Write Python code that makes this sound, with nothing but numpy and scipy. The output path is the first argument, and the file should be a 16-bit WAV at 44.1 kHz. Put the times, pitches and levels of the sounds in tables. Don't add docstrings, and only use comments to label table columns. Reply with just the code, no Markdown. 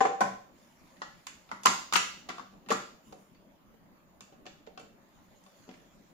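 import sys
import numpy as np
from scipy import signal
from scipy.io import wavfile
from scipy.ndimage import uniform_filter1d

SR = 44100
rng = np.random.default_rng(int(sys.argv[2]) if len(sys.argv) > 2 else 0)


def generate_wav(sig):
    pcm = np.round(np.clip(np.atleast_2d(sig).T, -1, 1) * 32767).astype(np.int16)
    wavfile.write(sys.argv[1], SR, pcm)


N = 270326

# start [s],
# low ring pitch [Hz], low ring level [dB], treble ring pitch [Hz], treble ring level [dB],
# crack level [dB], tick level [dB], table thud level [dB], left over right level [dB].
JUG_KNOCKS = [(0.005, 734, -10, 1720, -30.5, -42, -39.5, -51, 5.5),
              (0.051, 720, -15, 1680, -43, -47, -55, -43.5, 1),
              (0.206, 816, -12, 1880, -29, -39.5, -23.5, -29, 0)]
BOWL_KNOCKS = [(0.967, 869, -125, 2160, -61, -54, -63, -56, 4),
               (1.017, 1200, -26.5, 1740, -37, -33, -46.5, -53, 0.5),
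               (1.267, 890, -39, 2400, -43, -32, -30.5, -59.5, -4),
               (1.49, 1170, -48.5, 3010, -57, -50.5, -55, -55, 2),
               (1.514, 1060, -26, 1650, -42, -44, -39.5, -45, -2.5),
               (1.633, 1130, -41, 4000, -42, -45, -32, -52, 1),
               (1.654, 1096, -17, 2550, -24, -20, -51, -54, -6),
               (1.657, 1070, -8, 2690, -27, -25.5, -11.5, -66, 6),
               (1.667, 1080, -18.5, 2130, -47, -15.5, -24, -33, -10.5),
               (1.924, 1165, -22, 3110, -28.5, -26.5, -25, -66, -5),
               (1.935, 1200, -19, 3100, -39, -17.5, -14, -39, 1.5),
               (1.956, 1290, -13.5, 2560, -49, -14, -27, -71, 11),
               (1.962, 1150, -33, 3100, -49, -21.5, -19, -46, 17.5),
               (2.288, 730, -30, 3130, -56, -38.5, -35, -43, -4),
               (2.291, 1240, -52, 2170, -48.5, -31.5, -55, -52, 2),
               (2.3, 1120, -31, 1680, -42.5, -39, -45, -56, 8),
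               (2.381, 824, -33, 3200, -50, -44.5, -44, -55, -3),
               (2.395, 1140, -33, 2080, -57, -47, -58, -45.5, 11),
               (2.535, 746, -52, 1750, -73, -67.5, -81, -67.5, -6),
               (2.661, 738, -52, 2500, -57, -58, -61, -45.5, 8),
               (2.686, 1180, -36.5, 1950, -58, -36.5, -36.5, -59, 1),
               (2.693, 1120, -32, 2740, -38, -39, -54, -39.5, 2),
               (2.703, 544, -19, 2680, -28, -23, -23, -38.5, 3.5),
               (2.707, 740, -25, 1880, -27, -31, -55, -34.5, -8),
               (2.715, 1000, -16.5, 2400, -31, -32, -28.5, -40.5, 11.5),
               (2.723, 500, -29.5, 1940, -53, -35, -26.5, -74, -0.5),
               (3.124, 620, -38.5, 2800, -56.5, -50.5, -49, -65, 0),
               (3.184, 630, -61.5, 2194, -69, -62, -59, -54.5, -2.5),
               (3.347, 544, -72, 3730, -64.5, -64.5, -76.5, -63.5, 1),
               (3.74, 581, -54.5, 1920, -73, -81, -86.5, -65.5, -13.5),
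               (4.206, 890, -44.5, 2650, -46.5, -45, -40, -54.5, -3),
               (4.324, 600, -47.5, 2970, -60, -61, -68, -65.5, -1),
               (4.455, 770, -44.5, 2810, -50, -53.5, -71, -54, -4),
               (4.464, 647, -38.5, 2740, -42, -40.5, -70, -62, 4.5),
               (4.665, 1240, -62, 2580, -61.5, -50.5, -65.5, -54, 2),
               (4.672, 602, -38.5, 2860, -61, -66, -72, -68, -10),
               (4.775, 744, -35, 2840, -47, -44.5, -59, -51, 0.5),
               (4.796, 578, -41.5, 2965, -62, -48, -45, -64, -2),
               (5.437, 818, -66, 1940, -64, -68.5, -56, -58, 6),
               (5.463, 730, -50, 2850, -61.5, -62, -60, -75, 2),
               (5.678, 530, -48, 3580, -70.5, -69, -69.5, -43, 0),
               (5.69, 660, -44, 2580, -60.5, -47, -61, -56, 8),
               (5.712, 583, -48, 3090, -71, -53.5, -67, -52, -2),
               (5.739, 532, -61, 2290, -68, -50, -64, -69, -1)]
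# frequency [Hz], bandwidth [Hz], relative level [dB].
JUG_MODES = [(345, 30, -9), (454, 4.6, -17), (490, 17, 0.5), (580, 22, -3.5), (736.5, 19, -7),
             (781, 26, 5.5), (1023, 59, 8.5), (1345, 24, 3), (1502, 90, 5), (1776, 23, -11.5),
             (2080, 33, -21), (2370, 69, -16), (3300, 79, -14), (3480, 140, -17), (5060, 310, 8),
             (5500, 550, 10.5), (6650, 510, 23)]
BOWL_MODES = [(459, 28, -8), (585, 73, -11), (736, 38, -14.5), (772.6, 66, -29), (990, 45, -39.5),
              (1102, 120, 10), (1228, 280, 14), (1350, 51, -9.5), (1720, 27, -0.5), (1880, 160, 13.5),
              (2700, 77, -5.5), (3020, 230, -6.5), (3520, 170, -2), (4530, 60, 1), (5420, 330, -8),
              (6250, 100, -8)]
TABLE_MODES = [(122, 12, -10), (194.6, 9.6, -1.7), (252, 28, 3), (343, 36, -2.5)]
# frequency [Hz], relative level [dB].
CRACK = [(400, -47.5), (1300, 3.5), (2000, 7.5), (3500, -1.5), (5000, -5.5), (16000, -37)]
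TICK = [(1500, -39.5), (3500, -12.5), (5000, 4), (9000, -0.5), (16000, -5)]
# straight path strength [factor],
# spread of the low ring [octaves], spread of the treble ring [octaves], level sent to the room [dB].
JUG_BLOW = (0.2, 0.49, 0.85, 0.31)
BOWL_BLOW = (0.3, 0.29, 0.4, -1.3)
# time [s], level of the dull share [dB], bright share relative to the dull [dB].
RUBBING = [
    [(0.5, -76, -5), (1.0, -76, -2.5), (1.9, -77, -7.5), (2.7, -84.5, -7), (2.95, -84, -7.5)],
    [(2.95, -105.5, -14), (3.068, -77, 3), (3.35, -86, 0)],
    [(4.95, -92, -5), (5.09, -83.5, -2), (5.53, -76.5, -4.5), (5.644, -74, -8), (5.888, -78.5, -7.5),
     (6.13, -80.5, -5)],
]
# frequency [Hz], relative level [dB].
DULL_RUB = [(200, -32), (600, -2), (2000, 2.5), (5000, -5), (8000, -8), (9000, -38)]
BRIGHT_RUB = [(7000, -34), (9000, -0.5), (16000, -7)]
# frequency [Hz], correlation [-1 to 1].
DULL_SAME = [(100, 0.32), (16000, 0.079)]
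BRIGHT_SAME = [(100, 0.3), (16000, 0.1)]
# frequency [Hz], relative level [dB].
TONE = [(12, -51.5), (20, -5.5), (119, -11), (150, -9), (183, 1.5), (254, -7), (288, -7), (502, -20),
        (541, -10), (696, -17), (789, -18), (895, -17.5), (1240, -21), (1370, -24.5), (8200, -50.5),
        (10700, -80.5), (18000, -120)]
HISS = [(4820, -32.5), (8200, -78.5), (8790, -8), (9540, -17), (10600, -15), (15100, -4.5), (16000, -27)]
# frequency [Hz], correlation [-1 to 1].
TONE_SAME = [(60, 0.98), (130, -0.03), (290, 0.95), (640, 0.25), (1410, -0.064), (3100, -0.068),
             (6820, -0.48), (15000, -0.04)]
HISS_SAME = [(100, 0), (16000, 0)]
# frequency [Hz], time to fall by 60 dB [s], relative starting strength [dB].
KITCHEN = [(101, 0.45, 6), (210, 0.3, -6), (386, 0.47, 0.5), (740, 0.44, -5), (1090, 0.41, -3),
           (1810, 0.45, 1), (4800, 0.54, -2.26), (8140, 0.44, 2), (11300, 0.39, -4.5), (16000, 1, -13.5)]
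# frequency [Hz], gain [dB].
LEFT_PORT = [(100, -2.5), (5000, 8.5), (7000, 9), (8000, 5.5), (10000, 7), (12500, 3.5), (16000, -2.5)]
RIGHT_PORT = [(100, -3.5), (5200, 9.5), (6300, 14.5), (7100, 21), (7600, 9), (8200, -19.5), (12000, 3.5),
              (16000, -20)]

TONE_DB, HISS_DB = -61, -79
LEFT_LEADS = 13
EDGE_HZ = 16000
TREBLE_HZ = 1500
SMALL_HZ, BASS_HZ = 220.6, 102.0
JUG_SCATTER_S, BOWL_SCATTER_S = 0.008, 0.0036


def gain_of(db):
    return 10 ** (np.asarray(db) / 20)


def evened(x):
    return x / np.sqrt(np.mean(x ** 2) + 1e-20)


def peaked(x):
    return x / abs(x).max()


def read(points, hz):
    f, value = np.transpose(points)
    return np.interp(np.log(hz + 1), np.log(f + 1), value)


def add(mix, s, sound):
    part = mix[..., round(s * SR):][..., :sound.shape[-1]]
    part += sound[..., :part.shape[-1]]


def causal(points, size=1024):
    hz = abs(np.fft.fftfreq(4 * size, 1 / SR))
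    log_gain = np.log(gain_of(read(points, hz)))
    phase = -signal.hilbert(log_gain).imag
    return np.fft.ifft(np.exp(log_gain + 1j * phase)).real[:size]


def noise(points, same, patchy_db):
    frames, hz = N // 256 + 5, np.fft.rfftfreq(1024, 1 / SR)
    a, b, c, d, patches = rng.standard_normal((frames, 513, 5)).T
    patches = uniform_filter1d(patches, size=10, axis=0)
    patches = evened(uniform_filter1d(patches, size=12, axis=1))
    likeness = np.clip(read(same, hz), -1, 1)[:, None]
    left, other = a + 1j * b, c + 1j * d
    right = likeness * left + np.sqrt(1 - likeness ** 2) * other
    spectra = np.array([left, right])
    spectra *= gain_of(read(points, hz)[:, None] + patchy_db * patches)
    return evened(signal.istft(spectra, nperseg=1024, noverlap=768)[1][:, :N])


def room_tone():
    return gain_of(TONE_DB) * noise(TONE, TONE_SAME, patchy_db=2.5)


def modes_of(body, size=8192):
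    t = np.arange(size) / SR
    hz, width, db = np.transpose(body)[:, :, None]
    return gain_of(db) * np.exp(-np.pi * abs(width) * t) * np.sin(2 * np.pi * hz * t)


def table_thud():
    modes = modes_of(TABLE_MODES).sum(0)
    t = np.arange(len(modes)) / SR
    return peaked(modes * (1 - np.exp(-t / 0.014)))


def favoured(hz, modes, centre_hz, spread):
    octaves_off = np.log2(hz / centre_hz)
    return gain_of(-6 * (octaves_off / spread) ** 2) @ modes


def scattered(plastic, straight, scatter_s, size):
    draw, t = rng.random((2, 2, 1024)), np.arange(1024) / SR
    envelope = (1 - np.exp(-t / 0.00093)) * np.exp(-t / scatter_s)
    chosen = draw[0] < 2500. / SR
    glints = envelope * chosen * (2 * draw[1] - 1)
    glints[:, 60] = straight
    smooth = uniform_filter1d(uniform_filter1d(glints, size=50, axis=1), size=50, axis=1)
    glints[1] += smooth[0] - smooth[1]
    near = signal.oaconvolve(plastic[None], glints, axes=1)[:, :size]
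    return near * np.linalg.norm(plastic) / np.linalg.norm(near, axis=1, keepdims=True)


def knock(row, blow, scatter_s, hz, modes, thud, crack, tick):
    ring_hz, ring_db, treble_hz, treble_db, crack_db, tick_db, thud_db, pan_db = row[1:]
    straight, spread, treble_spread, room_db = blow
    ring = peaked(favoured(hz, modes, ring_hz, spread))
    is_treble = (hz > TREBLE_HZ)[:, None]
    treble = peaked(favoured(hz, is_treble * modes, treble_hz, treble_spread))
    plastic = gain_of(ring_db) * ring + gain_of(treble_db) * treble
    plastic += gain_of(crack_db) * crack + gain_of(tick_db) * tick
    plastic = signal.sosfilt(signal.butter(2, SMALL_HZ, "high", fs=SR, output="sos"), plastic)
    near = scattered(plastic, straight, scatter_s, len(thud))
    near *= gain_of(np.array([[pan_db], [-pan_db]]) / 2)
    sent = plastic + 0.54 * near[0]
    return np.vstack([near, gain_of(room_db) * sent]) + gain_of(thud_db) * thud


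def knocks_of(rows, blow, scatter_s, body):
    mix, thud = np.zeros((3, N)), table_thud()
    crack, tick = (peaked(np.pad(causal(c), (0, len(thud) - 1024))) for c in (CRACK, TICK))
    hz, modes = np.transpose(body)[0], modes_of(body)
    for row in rows:
        add(mix, row[0], knock(row, blow, scatter_s, hz, modes, thud, crack, tick))
    return signal.sosfilt(signal.butter(3, BASS_HZ, "high", fs=SR, output="sos"), mix)


def jug_knocks():
    return knocks_of(JUG_KNOCKS, JUG_BLOW, JUG_SCATTER_S, JUG_MODES)


def bowl_knocks():
    return knocks_of(BOWL_KNOCKS, BOWL_BLOW, BOWL_SCATTER_S, BOWL_MODES)


def room_tail(early_db, late_db):
    taps = np.zeros((2, SR // 2))
    jitter = rng.integers(0, 20, (2, (SR // 2 - 201) // 20))
    late_at = np.arange(200, SR // 2 - 20, 20) + jitter
    np.put_along_axis(taps, late_at, rng.choice([-1., 1.], late_at.shape), 1)
    early_at = rng.integers(130, 900, (2, 7))
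    np.put_along_axis(taps, early_at, gain_of(early_db) * rng.choice([-1., 1.], (2, 7)), 1)
    hz, s, z = signal.stft(taps, SR, nperseg=256)
    z[1, hz < 400] = z[0, hz < 400]
    bands_hz, t60, strength_db = np.transpose(KITCHEN)
    decay_db = -60 * s / read(np.c_[bands_hz, t60], hz)[:, None]
    start_db = read(np.c_[bands_hz, strength_db], hz)[:, None]
    tail = signal.istft(z * gain_of(decay_db + start_db), SR, nperseg=256)[1]
    return tail * gain_of(late_db) / np.linalg.norm(tail[0])


def kitchen(sent, early_db=5.5, late_db=-1.0):
    out, t = np.zeros((2, N)), np.arange(N) / SR
    for k in range(3):
        tail = room_tail(early_db, late_db)
        turn = np.cos(np.pi * (1.731 * t + k / 3)) * np.sqrt(2 / 3)
        out += signal.fftconvolve((sent * turn)[None], tail, axes=1)[:, :N]
    return out


def rubbing():
    dull = noise(DULL_RUB, DULL_SAME, patchy_db=3.5)
    bright = noise(BRIGHT_RUB, BRIGHT_SAME, patchy_db=-5.5)
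    grit_db = 0.89 * evened(uniform_filter1d(rng.standard_normal(N), size=150))
    t, mix = np.arange(N) / SR, np.zeros((2, N))
    for stroke in RUBBING:
        s, level_db, brightness_db = np.transpose(stroke)
        fade = np.clip(np.minimum(t - s[0], s[-1] + 0.05 - t) / 0.08, 0, 1)
        hiss = dull + gain_of(np.interp(t, s, brightness_db)) * bright
        mix += fade * gain_of(np.interp(t, s, level_db)) * hiss
    return mix * evened(gain_of(grit_db))


def scene():
    tone = room_tone()
    left, right, sent = jug_knocks() + bowl_knocks()
    direct = np.array([left, np.r_[np.zeros(LEFT_LEADS), right][:N]])
    return tone + direct + kitchen(sent) + rubbing()


def record(dry):
    ports = np.array([causal(LEFT_PORT), causal(RIGHT_PORT)])
    heard = signal.oaconvolve(dry, ports, axes=1)[:, :N]
    heard += gain_of(HISS_DB) * noise(HISS, HISS_SAME, patchy_db=2.5)
    band_limit = signal.firwin(511, EDGE_HZ, window=("kaiser", 9), fs=SR)
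    return signal.oaconvolve(heard, band_limit[None], "same")


dry = scene()
out = record(dry)
generate_wav(out)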